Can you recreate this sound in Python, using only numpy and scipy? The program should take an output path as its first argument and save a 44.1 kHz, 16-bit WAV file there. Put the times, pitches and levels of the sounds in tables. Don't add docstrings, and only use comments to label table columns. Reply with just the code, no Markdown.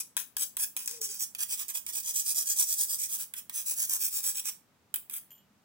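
import sys
import numpy as np
from scipy import signal
from scipy.fft import rfft, irfft
from scipy.io import wavfile
from scipy.ndimage import map_coordinates

SR = 44100
rng = np.random.default_rng(int(sys.argv[2]) if len(sys.argv) > 2 else 0)


def unload_wav(signal):
    wavfile.write(
        sys.argv[1],
        SR,
        np.round(np.clip(np.atleast_2d(signal).T, -1, 1) * 32767).astype(np.int16),
    )


N = 248724
TIME = np.arange(N) / SR

# frequency_hz, density_db (per Hz)
MURMUR_SPECTRUM = [(25, -20), (50, -15), (85, -3), (140, -3), (210, 0.9), (380, -9), (700, -11),
                   (1200, -11), (2200, -16), (4200, -20), (7500, -22), (11000, -26), (15800, -24)]
# frequency_hz, correlation (0-1)
MURMUR_LIKENESS = [(60, 0.69), (150, 0.79), (400, 0.76), (1500, 0.34), (8000, .05)]
# centre_s, half_length_s, centre_hz, width_hz, level_db
MURMUR_SWELLS = [(1.95, .2, 85, 50, -77.5), (5.457, .14, 200, 30, -71)]
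# time_s, mean_pitch_hz, level_db
COO_COURSE = [(.88, 445, -101), (.92, 453, -63.5), (.96, 463, -58.5), (1.015, 451, -56), (1.05, 418, -77),
              (1.08, 411, -66), (1.1, 405, -61), (1.125, 445, -85)]
# start_s, level_db
PAW_TOUCHES = [(5.233, -66), (5.377, -62), (5.411, -63), (5.483, -67)]
# start_s, level_db
MUFFLED_STRIKES = [(0.3666, -42), (0.571, -49), (0.7659, -45.5), (4.9434, -38)]
# frequency_hz, level_db, t60_s
MUFFLED_BELL_MODES = [(3080, -1.5, .04), (3326, 3, .05), (3810, -7.5, .03), (7300, -12, .04),
                      (13800, -10, .04)]
# start_s, level_db
PELLET_STRIKES = [(5.3064, -48.5), (5.317, -47), (5.329, -58), (5.357, -59), (5.3808, -59.5)]
# frequency_hz, level_db, t60_s
FREE_BELL_MODES = [(2950, -9.5, 0.3), (3190, -11.5, 0.25), (3240, -9.5, 0.17), (7130, -1, 0.077),
                   (7356, -12.5, 0.16), (9100, -10, 0.14), (12930, -2, 0.08), (13020, -14, .19),
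                   (13923, 4, 0.13), (14005, -5, 0.18)]
# start_s, fastest_s, end_s, level_db
SINGLE_STROKES = [(-0.02, 0.001, 0.025, -29), (0.168, 0.182, 0.248, -34.5), (0.367, 0.426, 0.457, -26.5),
                  (0.577, 0.635, 0.654, -23), (0.764, 0.774, 0.885, -36.5), (0.867, 0.897, 1.004, -39),
                  (1.006, 1.04, 1.084, -28), (1.078, 1.098, 1.205, -34.5), (1.182, 1.228, 1.258, -28.5),
                  (1.377, 1.423, 1.446, -27), (1.479, 1.53, 1.563, -28), (1.567, 1.607, 1.645, -30.5),
                  (1.683, 1.692, 1.726, -30.5), (1.734, 1.763, 1.798, -29.5), (1.863, 1.896, 1.918, -33),
                  (3.172, 3.206, 3.252, -31), (3.346, 3.387, 3.406, -34.5), (4.335, 4.386, 4.413, -29.5),
                  (4.435, 4.492, 4.506, -27.6), (5.099, 5.165, 5.194, -33)]
# start_s, end_s, stroke_count, hardest_s, level_there_db
EVEN_SHAKES = [(1.917, 3.18, 12, 2.567, -23.5), (3.52, 4.332, 7, 4.075, -25.5)]
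# start_s, level_db, bass_db
KNOCKS = [(0.1666, -21.5, 10), (0.175, -26, 12), (0.3672, -22.5, 6), (0.5682, -24, 8), (0.5965, -30.5, 1),
          (0.7653, -25.5, 8.5), (0.773, -29, 4), (0.859, -32, -16), (0.876, -23, 2), (0.9114, -30.5, 2),
          (1.0147, -27, -3.5), (1.2053, -27.5, 0), (1.3489, -30.5, 9), (1.3913, -34, 9), (1.6822, -32, -5),
          (1.7535, -31, 6), (1.8648, -29.5, 7), (2.611, -22.5, 4.5), (3.3374, -30.5, 12), (3.4956, -31, 12),
          (3.8961, -22.5, -9), (3.9361, -21.5, -7), (4.9408, -21.5, 7), (4.9587, -25.2, 1.5),
          (5.0974, -35, 9)]
# time_s, left_minus_right_db, middle_db, sliding_bass_db
CONTACT_SPOTS = [(0, 2.5, 1.5, 0.5), (.17, 7, -4, 2.5), (.6, 1.5, -6.5, 1.5), (.78, 0, -4.5, -2),
                 (.88, 3, 2.5, -1), (1.2, -2.5, 2.5, -4), (1.42, -1, -1.5, 4.5), (1.75, -3, -1.5, 2),
                 (2.1, -2, 0, -1), (2.6, -1, 0, 1), (3.0, -1, -1.2, -2), (3.3, -1.5, -6, 0.5),
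                 (3.65, -0.5, -2, -0.5), (4.35, 0.3, -2.5, 0.5), (4.49, -3, -1.5, 4), (4.95, 0.5, -11, 0.5)]
COLOUR_CORNERS_HZ = [450, 1000, 3300, 5800, 9200, 13500]
# frequency_hz, density_db (per Hz)
CONTACT_SPECTRUM = [(40, -73), (200, -30.5), (500, -22.5), (900, -19), (2000, -13.5), (3500, -17),
                    (4300, -29.5), (4700, -9), (6000, -1), (8500, -10.5), (9500, -5), (12000, -0.5),
                    (14200, -14), (15200, -2.5)]
# frequency_hz, half_width_hz (to half amplitude), level_db, left_minus_right_db
ROD_MODES = [(1084, 120, -23, 11), (1643, 100, -14.5, 2), (2480, 168, -12, -8.5), (3320, 234, -9, -1.5),
             (3910, 194, -13, 9.5), (4666, 100, -8.5, -7.5), (4960, 220, -7, 5), (5600, 130, -1.5, -5.5),
             (6190, 630, -5, 7), (6620, 190, -2.5, 7), (7250, 190, -8, -20), (7823, 180, 3, 7),
             (8100, 310, -12, -2.5), (8760, 610, -1.5, -9.5), (10060, 170, 3, 1), (11050, 130, 1.5, -1.5),
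             (11300, 230, -13, 4), (13100, 97, -28.5, -7), (13480, 270, -4, -7), (15030, 710, 0, -1.5)]
# time_s, left_ear_lag_samples
WAND_BEARING = [(0, 3.9), (1.1, 5.22), (1.7, 10.33), (3.2, 10.55), (4.2, 5.5), (5.6, 3.05)]

OUT_FASTEST, BACK_FASTEST = 0.48, 0.64
SWING_PAN_DB = 0.77
SWING_DB = 0.63
EASE_DB, EASE_S = 4.5, 0.5
STROKE_OVERLAP_S = 0.0011
USUAL_STROKE_DB, BASS_LOSS_PER_DB = -28, 0.59
TREBLE_PER_MIDDLE = -0.33


def from_db(db):
    return 10 ** (np.asarray(db) / 20)


def unit_energy(x):
    return x / np.sqrt(np.sum(x ** 2, axis=-1, keepdims=True))


def at_hz(points, hz):
    frequency, value = np.transpose(points)
    return np.interp(np.log(hz + 1), np.log(frequency), value)


def causal(gain):
    cepstrum = irfft(np.log(gain + 1e-6))
    half = len(cepstrum) // 2
    cepstrum[1:half] *= 2
    cepstrum[half + 1:] = 0
    return irfft(np.exp(rfft(cepstrum)))


def through(x, response):
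    return signal.fftconvolve(x, np.atleast_2d(response), axes=-1)[:, :N]


def wobble(t, per_s):
    knots = rng.standard_normal(1024)
    return np.interp((t - t[0]) * per_s, np.arange(len(knots)), knots)


def band_noise(low_hz, high_hz):
    band = signal.butter(2, [low_hz, high_hz], "band", fs=SR, output="sos")
    noise = signal.sosfilt(band, rng.standard_normal(N))
    return noise / noise.std()


def room_tone(level_db=-68.0):
    hz = np.fft.rfftfreq(N, 1 / SR)
    mid, side = rfft(rng.standard_normal((2, N))) * from_db(at_hz(MURMUR_SPECTRUM, hz))
    alike = np.clip(at_hz(MURMUR_LIKENESS, hz), 0, 1)
    ears = np.sqrt(1 + alike) * mid + np.sqrt(1 - alike) * side * [[1], [-1]]
    noise = irfft(ears, N)
    return from_db(level_db) * noise / noise.std()


def swells():
    out = np.zeros(N)
    for centre_s, half_s, hz, width, db in MURMUR_SWELLS:
        envelope = np.exp(-((TIME - centre_s) / half_s) ** 2)
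        out += from_db(db) * envelope * band_noise(max(hz - width / 2, 20), hz + width / 2)
    return out


def coo(overtone_db=-20.0, quaver=0.023, flutter_db=2.5):
    s, hz, db = np.transpose(COO_COURSE)
    pitch = np.interp(TIME, s, hz) * (1 + quaver * wobble(TIME, per_s=72))
    phase = 2 * np.pi * np.cumsum(pitch) / SR
    loudness = np.interp(TIME, s, from_db(db), left=0, right=0)
    loudness = loudness * from_db(flutter_db * wobble(TIME, per_s=130))
    return np.sqrt(2) * loudness * (np.sin(phase) + from_db(overtone_db) * np.sin(2 * phase))


def paws(low_hz=800, high_hz=2100, decay_s=0.0015):
    touch = np.zeros(N)
    for s, db in PAW_TOUCHES:
        touch += from_db(db) * (TIME > s) * np.exp(-np.abs(TIME - s) / decay_s)
    return touch * band_noise(low_hz, high_hz)


def bell(strikes, modes, level_db, click_db, strength_spread_db=2.6):
    s, db = np.transpose(strikes)
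    at, out = np.round(s * SR).astype(int), np.zeros(N)
    out[at] = from_db(db + click_db)
    for hz, mode_db, t60 in modes:
        clicks = np.full(N, 1e-18)
        clicks[at] = from_db(db + mode_db + rng.normal(0, strength_spread_db, len(at)))
        r, w = from_db(-60 / (t60 * SR)), 2 * np.pi * hz / SR
        out += signal.lfilter([0, np.sin(w)], [1, -2 * r * np.cos(w), r * r], clicks)
    return from_db(level_db) * out


def spot(s):
    times, *columns = np.transpose(CONTACT_SPOTS)
    pan, middle, bass = [np.interp(s, times, column) for column in columns]
    return pan, middle, TREBLE_PER_MIDDLE * middle, bass


def reflections(decay_s, size=1024):
    t = np.arange(size) / SR
    return unit_energy(rng.standard_normal((2, size)) * np.exp(-t / decay_s) * (t > .0002))


def add(out, s, force, bass_db, middle_db, treble_db, pan_db, size=512):
    hz = np.fft.rfftfreq(size, 1 / SR)
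    corner_db = [0, bass_db, bass_db, middle_db, 0, treble_db]
    colour = from_db(at_hz(list(zip(COLOUR_CORNERS_HZ, corner_db)), hz))
    paths = from_db(-4.5) * reflections(decay_s=.0018)
    paths[:, 0] += 1
    coloured = np.convolve(force, causal(colour))
    sound = signal.fftconvolve([coloured], unit_energy(paths))
    at = round(s * SR)
    sound, at = sound[:, max(-at, 0):N - at], max(at, 0)
    out[:, at:at + sound.shape[1]] += from_db([[pan_db / 2], [-pan_db / 2]]) * sound


def slips(per_s, spread_db, hiss):
    n = len(per_s)
    sizes = from_db(spread_db * np.minimum(rng.exponential(1, n), 3.5)) * rng.choice([-1, 1], n)
    happens = rng.random(n) < per_s / SR
    clicks = sizes * happens / np.sqrt(per_s / SR)
    clicks = clicks / np.sqrt(np.mean(clicks ** 2) + 1e-9)
    friction = clicks + hiss * rng.standard_normal(n)
    return friction / np.sqrt(np.mean(friction ** 2))


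def shaken():
    rows = []
    for start, end, count, hardest, db in EVEN_SHAKES:
        turns = np.linspace(start, end, count + 1)
        for k, (begin, stop) in enumerate(zip(turns, turns[1:])):
            share, outward = (BACK_FASTEST, -1) if k % 2 else (OUT_FASTEST, 1)
            fastest = begin + share * (stop - begin)
            effort_db = db + outward * SWING_DB - EASE_DB * ((fastest - hardest) / EASE_S) ** 2
            rows.append((begin, fastest, stop + STROKE_OVERLAP_S, effort_db, -outward * SWING_PAN_DB))
    return rows


def strokes(level_db=-3.5, slips_per_s=3300, swell=1.06, skip_db=2.0, skips_per_s=250):
    out = np.zeros((2, N))
    for start, fastest, end, db, swing_pan in [(*row, 0) for row in SINGLE_STROKES] + shaken():
        t = np.arange(start, end, 1 / SR)
        peak = min(fastest, end - .01)
        speed = np.abs(np.sin(np.interp(t, [start, peak, end], [0, np.pi / 2, np.pi])))
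        pressure = from_db(skip_db * wobble(t, skips_per_s))
        bump_rate = slips_per_s * (.3 + speed)
        force = speed ** swell * pressure * slips(bump_rate, spread_db=3.5, hiss=0.47)
        pan, middle, treble, bass = spot(fastest)
        bass = bass - 0.5 - BASS_LOSS_PER_DB * (db - USUAL_STROKE_DB)
        add(out, start, from_db(db + level_db) * force, bass, middle + 0.2, treble + 1.8, pan + swing_pan)
    return out


def taps(level_db=16.5, chatter=0.94, chatter_s=0.004, treble_db=3.5, size=900):
    out, t = np.zeros((2, N)), np.arange(size) / SR
    for s, db, bass in KNOCKS:
        force = chatter * unit_energy(rng.standard_normal(size) * np.exp(-t / chatter_s))
        force[0] += 1
        pan, middle, treble, _ = spot(s)
        add(out, s, from_db(db + level_db) * force, bass, middle, treble + treble_db, pan)
    return out


def wand(force, modes_db=4.0, stiffness=0.6085, order=26, size=4096):
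    hz = np.fft.rfftfreq(size, 1 / SR)
    power = from_db(at_hz(CONTACT_SPECTRUM, hz)) ** 2
    for centre, half_width, db, pan in ROD_MODES:
        height = from_db(db + modes_db + np.array([[pan], [-pan]]) / 2)
        resonance = np.minimum(hz / centre, 1) / (1 + ((hz - centre) / half_width) ** 2)
        power = power + (height * resonance) ** 2
    z = np.exp(-2j * np.pi * hz / SR)
    dispersion = ((z - stiffness) / (1 - stiffness * z)) ** order
    prompt = [causal(np.sqrt(ear)) for ear in power]
    response = irfft(rfft(prompt) * dispersion)[:, :size // 2]
    return through(force, response / np.sqrt(np.sum(response ** 2) / 2))


def from_bearing(x):
    lag, n = np.interp(TIME, *np.transpose(WAND_BEARING)), np.arange(N)
    return np.array([map_coordinates(x[0], [n - lag], order=5), x[1]])


def room(x, tail_db=-7.0, t60=0.24, build_s=0.0014):
    t = np.arange(SR // 2) / SR
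    envelope = from_db(-60 * t / t60) * (1 - np.exp(-(t / build_s) ** 2))
    late = unit_energy(rng.standard_normal((2, len(t))) * envelope)
    return x + from_db(tail_db) * through(x, late)


def scene():
    rod = from_bearing(wand(strokes() + taps()))
    clinks = bell(MUFFLED_STRIKES, MUFFLED_BELL_MODES, level_db=-4.0, click_db=-5.0)
    tinkle = bell(PELLET_STRIKES, FREE_BELL_MODES, level_db=-6.0, click_db=12.5)
    sources = rod + clinks + tinkle + paws() + coo()
    return from_db(0.5) * room(sources) + room_tone() + swells()


def record(dry, cutoff_hz=16000):
    return signal.sosfilt(signal.ellip(12, .2, 70, cutoff_hz, fs=SR, output="sos"), dry)


dry = scene()
out = record(dry)
unload_wav(out)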